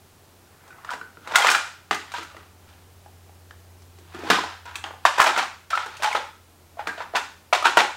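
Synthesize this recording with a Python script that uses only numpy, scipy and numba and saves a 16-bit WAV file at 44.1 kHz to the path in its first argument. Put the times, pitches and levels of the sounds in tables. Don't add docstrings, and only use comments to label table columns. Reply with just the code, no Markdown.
import sys
import numpy as np
from scipy import signal
from scipy.fft import rfft, irfft
from scipy.io import wavfile
from scipy.ndimage import uniform_filter1d
from numba import njit

SR = 44100
rng = np.random.default_rng(int(sys.argv[2]) if len(sys.argv) > 2 else 0)


def persist_wave(psi):
    counts = np.round(np.clip(psi, -1, 1) * 32767).astype(np.int16)
    wavfile.write(sys.argv[1], SR, np.atleast_2d(counts).T)


N = 351036
T = np.arange(N) / SR


def undb(db):
    return 10 ** (np.asarray(db) / 20)


def unit(x):
    return x / np.sqrt(np.mean(x ** 2))


def colour(x, points):
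    hz, db = np.transpose(points)
    f = np.fft.rfftfreq(len(x), 1 / SR)
    gain = undb(np.interp(np.log(f + 1), np.log(hz), db))
    return irfft(rfft(x) * gain, len(x))


def band(x, lo_hz, hi_hz):
    sos = signal.butter(2, [lo_hz, min(hi_hz, SR / 2.1)], "band", fs=SR, output="sos")
    return signal.sosfilt(sos, x)


def thin(x, hz):
    return signal.sosfilt(signal.butter(4, hz, "high", fs=SR, output="sos"), x)


def decay(t, t60):
    return np.exp(-np.log(1000) * t / t60)


def ring(hz, db, t60):
    t = T[:SR // 8, None]
    return np.sum(undb(db) * decay(t, t60) * np.sin(2 * np.pi * hz * t), axis=1)


@njit
def resonate(x, hz, q):
    y, band_state, low_state = np.empty(len(x)), 0., 0.
    for i in range(len(x)):
        g = np.tan(np.pi * hz[i] / SR)
        v = (band_state + g * (x[i] - low_state)) / (1 + g * (g + 1 / q))
        band_state = 2 * v - band_state
        low_state += 2 * g * v
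        y[i] = v / q
    return y


@njit
def follow(x, attack, release):
    e, out = 0., np.empty(len(x))
    for i in range(len(x)):
        e += (abs(x[i]) - e) * (attack if abs(x[i]) > e else release)
        out[i] = e
    return out


def air():
    # frequency in Hz, relative density in dB per Hz.
    air_colour = [(20, -24), (50, -27.5), (90, -19), (130, -20.5), (200, -22.5), (320, -24), (400, -22),
                  (500, -26.5), (760, -26), (2000, -34), (16000, -41)]
    level_db = -54
    return undb(level_db) * unit(colour(rng.standard_normal(N), air_colour))


def hum():
    # time in seconds, RMS level of the tone in dB.
    hum_levels = [(0, -57), (.6, -61.5), (1.8, -57), (2.8, -52.5), (3.7, -50), (4.92, -50), (5.2, -59),
                  (6.3, -56.5), (7.8, -59)]
    hum_hz, sag_hz_per_s = 91, 0.7
    undertone_hz, undertone_width_hz, undertone_db = 75.5, 5.8, -11.5
    drift = 0.6 * np.cumsum(rng.standard_normal(N)) / np.sqrt(SR)
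    tone = np.sqrt(2) * np.sin(2 * np.pi * (hum_hz - sag_hz_per_s * T / 2) * T + drift)
    q = undertone_hz / undertone_width_hz
    centre = np.full(N, 1. * undertone_hz)
    once = resonate(rng.standard_normal(N), centre, q)
    undertone = unit(resonate(once, centre, q))
    level = undb(np.interp(T, *np.transpose(hum_levels)))
    return level * (tone + undb(undertone_db) * undertone)


def tail():
    # frequency in Hz, t60 in seconds, relative level in dB.
    room_bands = [(202, 0.32, 13.5), (500, 0.29, 3), (1200, 0.45, 0), (3000, 0.47, -1), (7100, 0.47, 4),
                  (13000, 0.21, 2)]
    tail_db = -5
    t = T[:SR // 2]
    hz, t60, db = np.transpose(room_bands)
    out = 0
    for f in 140 * 2 ** np.arange(0, 7, .5):
        fall = decay(t, np.interp(np.log(f), np.log(hz), t60))
        level = undb(np.interp(np.log(f), np.log(hz), db))
        out = out + level * fall * band(rng.standard_normal(len(t)), f, f * np.sqrt(2))
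    out = out * (1 - np.exp(-t / 0.00022))
    return undb(tail_db) * out / np.sqrt(np.sum(out ** 2))


def room(dry):
    spots, spot_s = 5, .03
    spot = (T / spot_s).astype(int) % spots
    out = np.zeros(N)
    for k in range(spots):
        fade = np.sqrt(np.abs(uniform_filter1d(1. * (spot == k), SR // 100)))
        out += signal.fftconvolve(dry * fade, tail())[:N]
    return out


def jostles():
    # loudest moment in seconds, relative level in dB,
    # click level against the ring in dB, pitch of the loudest piece in Hz, swell in dB/s, fade in dB/s.
    jostle_rows = [(0.724, -49, -31, 1420, 58, 70.5), (0.935, -29, -13.5, 1160, 274, 570),
                   (1.024, -52.5, -20.5, 1380, 500, 135), (1.271, -39.5, -37, 1100, 907, 101),
                   (1.354, -13.5, -18, 996, 1396, 907), (1.373, -23, -13.5, 1360, 392, 114.5),
                   (1.48, -17.5, -6, 1310, 150, 133), (1.547, -21.5, -15, 1410, 199.5, 341.5),
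                   (1.913, -13.5, -9.5, 1500, 9000, 702), (1.94, -35, -6.5, 1900, 1003.5, 114),
                   (2.16, -32, -5.5, 1382, 494, 156), (2.389, -49, -12, 1240, 56, 106),
                   (2.694, -52, -7, 870, 200.5, 86.5), (4.144, -45.5, -19, 1230, 792, 37.5),
                   (4.284, -35.5, -8, 1000, 98.5, 301.5), (4.306, -7.5, -8.5, 1240, 4000, 700),
                   (4.328, -17.5, -7, 1250, 593.5, 121.5), (4.66, -35, -10.5, 1030, 4000, 135),
                   (4.754, -46.5, -12.5, 1160, 1000, 73.5), (4.842, -28, -14, 1010, 3000, 223),
                   (5.058, -7.5, -7, 1080, 15000, 699.5), (5.091, -36, -2, 1090, 596, 87.5),
                   (5.202, -9.5, -17.5, 1040, 830, 250), (5.27, -16.5, -9, 900, 205, 200),
                   (5.39, -12.5, -10, 1170, 598, 315), (5.707, -25, -8, 1320, 5000, 78.5),
                   (6.046, -16, -9, 1030, 899, 416), (6.115, -34, -3, 1000, 152, 196),
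                   (6.152, -16, -11.5, 912, 4000, 348), (6.796, -30.5, -17, 845, 1200, 200),
                   (6.873, -25, -17, 1652, 4998, 258), (6.98, -32, -9, 800, 4000, 400),
                   (7.009, -29.5, -14, 1060, 3000, 300), (7.157, -17, -8.5, 1030, 1500, 343.5),
                   (7.53, -14.5, -6.5, 920, 12000, 262), (7.658, -7, -7.5, 981, 1494.5, 412),
                   (7.773, -7, -7, 933, 9000, 700), (7.793, -8, -9.5, 935, 800, 380)]
    s, db, bright_db, hz, swell, fade = (c[:, None] for c in np.transpose(jostle_rows))
    coarse = T[::44]
    before, after = np.maximum(s - coarse, 0), np.maximum(coarse - s, 0)
    rings = undb(db - swell * before - fade * after)
    clicks = undb(bright_db) * rings
    pitch_hz = hz[np.argmax(rings, axis=0), 0]
    return (np.interp(T, coarse, c) for c in (rings.sum(axis=0), clicks.sum(axis=0), pitch_hz))


def rattle():
    # frequency in Hz, relative density in dB per Hz.
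    tick_colour = [(120, -56), (200, -46), (436, -38.5), (497, -18), (812, -3), (1180, -8.5), (1440, -3.5),
                   (2120, -10.5), (3500, -27.5), (4550, -37.5), (7700, -120)]
    # frequency in Hz, relative gain in dB.
    click_colour = [(1300, -35.5), (2400, 10), (3500, 10), (7000, -5.5), (12000, -22), (16000, -34)]
    ticks_per_s, scatter_db = 1400, 1.8
    when, size = rng.random(N), rng.exponential(size=N)
    ticks = (when < ticks_per_s / SR) * undb(scatter_db * size)
    contact = signal.lfilter([1], [1, -np.exp(-1 / (0.003 * SR))], ticks)
    rings, clicks, pitch_hz = jostles()
    heap = unit(colour(contact * rng.standard_normal(N), tick_colour))
    piece = unit(resonate(contact * rng.standard_normal(N), pitch_hz, 7.3))
    click = unit(colour(contact * rng.standard_normal(N), click_colour))
    return thin(rings * (0.62 * heap + .3 * piece), 450) + clicks * click


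def knocks():
    # start in seconds, level in dB, pitch of the struck piece in Hz,
    # crack and board thump against the ring, both in relative dB, ring time in seconds before limiting.
    knock_rows = [(0.678, -43, 687, -2, -21, 0.068), (0.705, -36.5, 1486, -29.5, -8, 0.1),
                  (0.783, -37.5, 1100, -20, -49, 0.068), (0.847, -26.5, 1350, -16, -27, 0.023),
                  (0.891, -18.5, 1510, -37, -42, 0.015), (0.905, -21, 1300, -11, -30.5, .015),
                  (0.913, -22, 970, -14, -33, 0.075), (0.935, -19, 1037, -16, -8, 0.046),
                  (1.013, -24, 1500, -29.5, -7.5, 0.052), (1.171, -34, 1390, -35, 1.5, 0.008),
                  (1.274, -21.5, 1400, -14, -4.5, 0.015), (1.31, -24, 960, -18, -34, 0.021),
                  (1.319, -21, 900, -14.5, -5, 0.033), (1.357, 1, 1415, -6.5, -41, 0.054),
                  (1.384, -7, 850, -10, -44, 0.017), (1.405, -10, 884, -12, -59, 0.045),
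                  (1.421, -10, 2100, -11, -19, 0.091), (1.446, -3.5, 790, -15.5, -77, 0.036),
                  (1.469, 0, 2060, -14, -20, 0.015), (1.488, -1.5, 1570, -17.5, -19, 0.024),
                  (1.501, -6, 1420, -5, -12, 0.017), (1.515, -9, 1030, -1.5, -57, 0.065),
                  (1.549, -3.5, 1450, -13.5, -47, 0.021), (1.561, -14, 1680, -13, -36, 0.014),
                  (1.91, -6.5, 1490, -18.5, -6, 0.0033), (1.945, -25, 1820, 1.5, -18, 0.01),
                  (2.119, -26, 1400, -6.5, -27.5, 0.034), (2.139, -19.5, 964, -12, -18, 0.1),
                  (2.183, -24, 1260, -12, -0.5, 0.04), (2.229, -26.5, 1356, -8, -18.5, 0.024),
                  (2.347, -36, 614, -27, -24, 0.023), (2.367, -31, 1290, -16, -2.5, 0.031),
                  (2.408, -40, 1340, -17, -19.5, 0.027), (3.06, -37, 830, -24, -6.5, 0.027),
                  (3.294, -42.5, 845, -25, -3.5, 0.026), (3.509, -31.5, 1670, -20, -21, 0.0061),
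                  (3.82, -49.5, 540, 1.5, -25, 0.04), (3.986, -48, 810, 2, 12, 0.02),
                  (4.146, -30.5, 1230, -11.5, 9.5, 0.066), (4.19, -35, 440, -5, 9, 0.048),
                  (4.235, -22.5, 407, -25, -16, 0.02), (4.247, -29, 426, -13, 12, 0.024),
                  (4.275, -22, 1106, -17, 1, 0.041), (4.301, -5, 1034, -8.5, 4, 0.065),
                  (4.311, -5.5, 1530, -32, 0, 0.022), (4.385, -13, 1017, -33, -2, 0.052),
                  (4.438, -16.5, 980, -41, -9, 0.039), (4.655, -31, 957, -10, -7, 0.16),
                  (4.756, -18.5, 2710, -5.5, -19, 0.013), (4.84, -20.5, 3190, -23, -30, .015),
                  (4.84, -26.5, 890, -25, -0.5, 0.015), (4.907, -26, 1030, -36, -16, 0.01),
                  (4.938, -32, 820, -25, -38, 0.042), (5.052, 3.5, 1060, -19.5, -29.5, 0.023),
                  (5.182, -9.5, 975, -12, -9.5, 0.029), (5.201, 5, 1023, -17, -49, 0.018),
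                  (5.216, -7.5, 1143, -4.5, -39, 0.11), (5.24, -10.5, 970, -7, -30, 0.048),
                  (5.269, -3, 780, -15, -20, 0.047), (5.299, -8.5, 890, -24.5, -37, 0.044),
                  (5.363, -10, 1520, -20, -10, 0.044), (5.376, -6, 960, -14, -34, 0.018),
                  (5.389, -17.5, 968, -14, -7, 0.038), (5.704, -27.5, 1290, 0.5, -33.5, 0.062),
                  (5.731, -12.5, 1307, -48, -33, 0.084), (5.752, -10, 1387, -19, -25, 0.035),
                  (5.775, -7, 1358, -28, -44, 0.042), (5.861, -22, 881, -11, -34, 0.1),
                  (5.968, -33, 2730, -1, -23.5, 0.037), (5.998, -32.5, 600, -17, -35, 0.074),
                  (6, -39, 2540, -36, -30, .03), (6.023, -16.5, 1280, -8, -9, 0.021),
                  (6.032, -9, 1034, -10, -40.5, 0.049), (6.045, -10.5, 850, -22, -22, 0.09),
                  (6.059, -18, 890, -31, -35, 0.053), (6.112, -20, 1040, -20.5, -32.5, 0.067),
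                  (6.114, -21, 2520, -23, -30, .03), (6.128, -15, 2220, -15, -27, .012),
                  (6.149, -8, 875, -23.5, -33, 0.049), (6.77, -33, 685, -25, -14.5, 0.053),
                  (6.793, -17, 898, -32, -27, 0.04), (6.872, -13.5, 1410, -15, -6.5, 0.0037),
                  (6.888, -21.5, 1613, -42, -30, 0.098), (6.979, -28.5, 700, -24, -15, 0.032),
                  (7.004, -20.5, 977, -27, -25.5, 0.048), (7.137, -21, 733, -40, -40, 0.047),
                  (7.149, -14.5, 890, -27, -8.5, 0.022), (7.163, -18, 970, -2, -17, 0.019),
                  (7.527, -4.5, 928, -19, -26, 0.1), (7.549, -14, 860, -8, -53, 0.054),
                  (7.625, -15, 760, -13, -28, 0.044), (7.643, -10, 1290, -28, -28, 0.032),
                  (7.655, -0.5, 921, -17.5, -55, 0.055), (7.771, 1.5, 975, -14.5, -13.5, 0.071),
                  (7.789, -23, 905, -17, -32, 0.074), (7.802, -8.5, 1000, -24, -34, 0.029),
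                  (7.814, -10, 847, -44, -18, 0.076), (7.837, -23, 784, -17, -25, 0.033)]
    # multiple of its pitch, relative level in dB, share of its ring time.
    tube_modes = [(.8, -41.5, 0.72), (1, 9, 1), (1.22, -3, 0.55), (1.5, 5.5, 0.34), (1.9, -3.5, 0.52),
                  (2.502, -2.5, 0.32), (3.298, -26.5, 0.28), (4.4, -23.5, .15)]
    # nominal frequency in Hz, relative level in dB, ring time in seconds.
    board_modes = [(212, -25, 0.06), (317, -21, 0.077), (369, -25, 0.15), (440.3, -15, 0.098),
                   (620, -23, 0.034)]
    ratio, tube_db, share = np.transpose(tube_modes)
    board_hz, board_db, board_t60 = np.transpose(board_modes)
    size, count = SR // 8, len(ratio)
    t = T[:size]
    upper, main = ratio > 1, ratio == 1
    out = np.zeros(N + SR)
    chance = rng.standard_normal((len(knock_rows), 2, size))
    for (s, db, hz, crack_db, thump_db, t60), (c, noise) in zip(knock_rows, chance):
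        modes_hz = hz * ratio * (1 + 0.076 * ~main * c[:count])
        modes_db = tube_db + upper * (0.66 * (crack_db + 20.5) + 0.83 * c[count:2 * count])
        tube = ring(modes_hz, modes_db, np.clip(t60, .004, .2) * share)
        thump = ring(board_hz * (1 + 0.061 * c[-len(board_hz):]), board_db, board_t60)
        chatter = 0.28 * noise * np.exp(-t / 0.0023) * (1 - np.exp(-t / 0.00073))
        chatter[0] = 1
        push = np.convolve(chatter, np.hanning(int(SR / hz / 3) + 3))[:size]
        tube = thin(signal.fftconvolve(tube, push)[:size], 0.54 * hz)
        crack = band(noise * np.exp(-t / 0.0094), 1500, 8200)
        crack += 0.17 * band(noise * np.exp(-t / 0.0067), 9000, 15000)
        blow = tube / np.abs(tube).max()
        blow += undb(crack_db) * crack
        blow += undb(thump_db) * band(thump, 200, 900)
        i = int(s * SR)
        out[i:i + size] += undb(db) * blow
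    return out[:N]


def scene():
    pencils = knocks() + rattle()
    return (pencils + room(pencils) + hum() + air())[None]


def record(dry):
    attack_s, release_s, knee_db, top_hz = 0.053, .35, -18.5, 15800
    loud = follow(dry[0], 1 / (attack_s * SR), 1 / (release_s * SR))
    gain = (1 + loud / undb(knee_db)) ** -.3
    clipped = np.clip(undb(-0.5) * gain * dry, -1, 1)
    return signal.sosfilt(signal.ellip(10, .2, 70, top_hz, fs=SR, output="sos"), clipped)


dry = scene()
out = record(dry)
persist_wave(out)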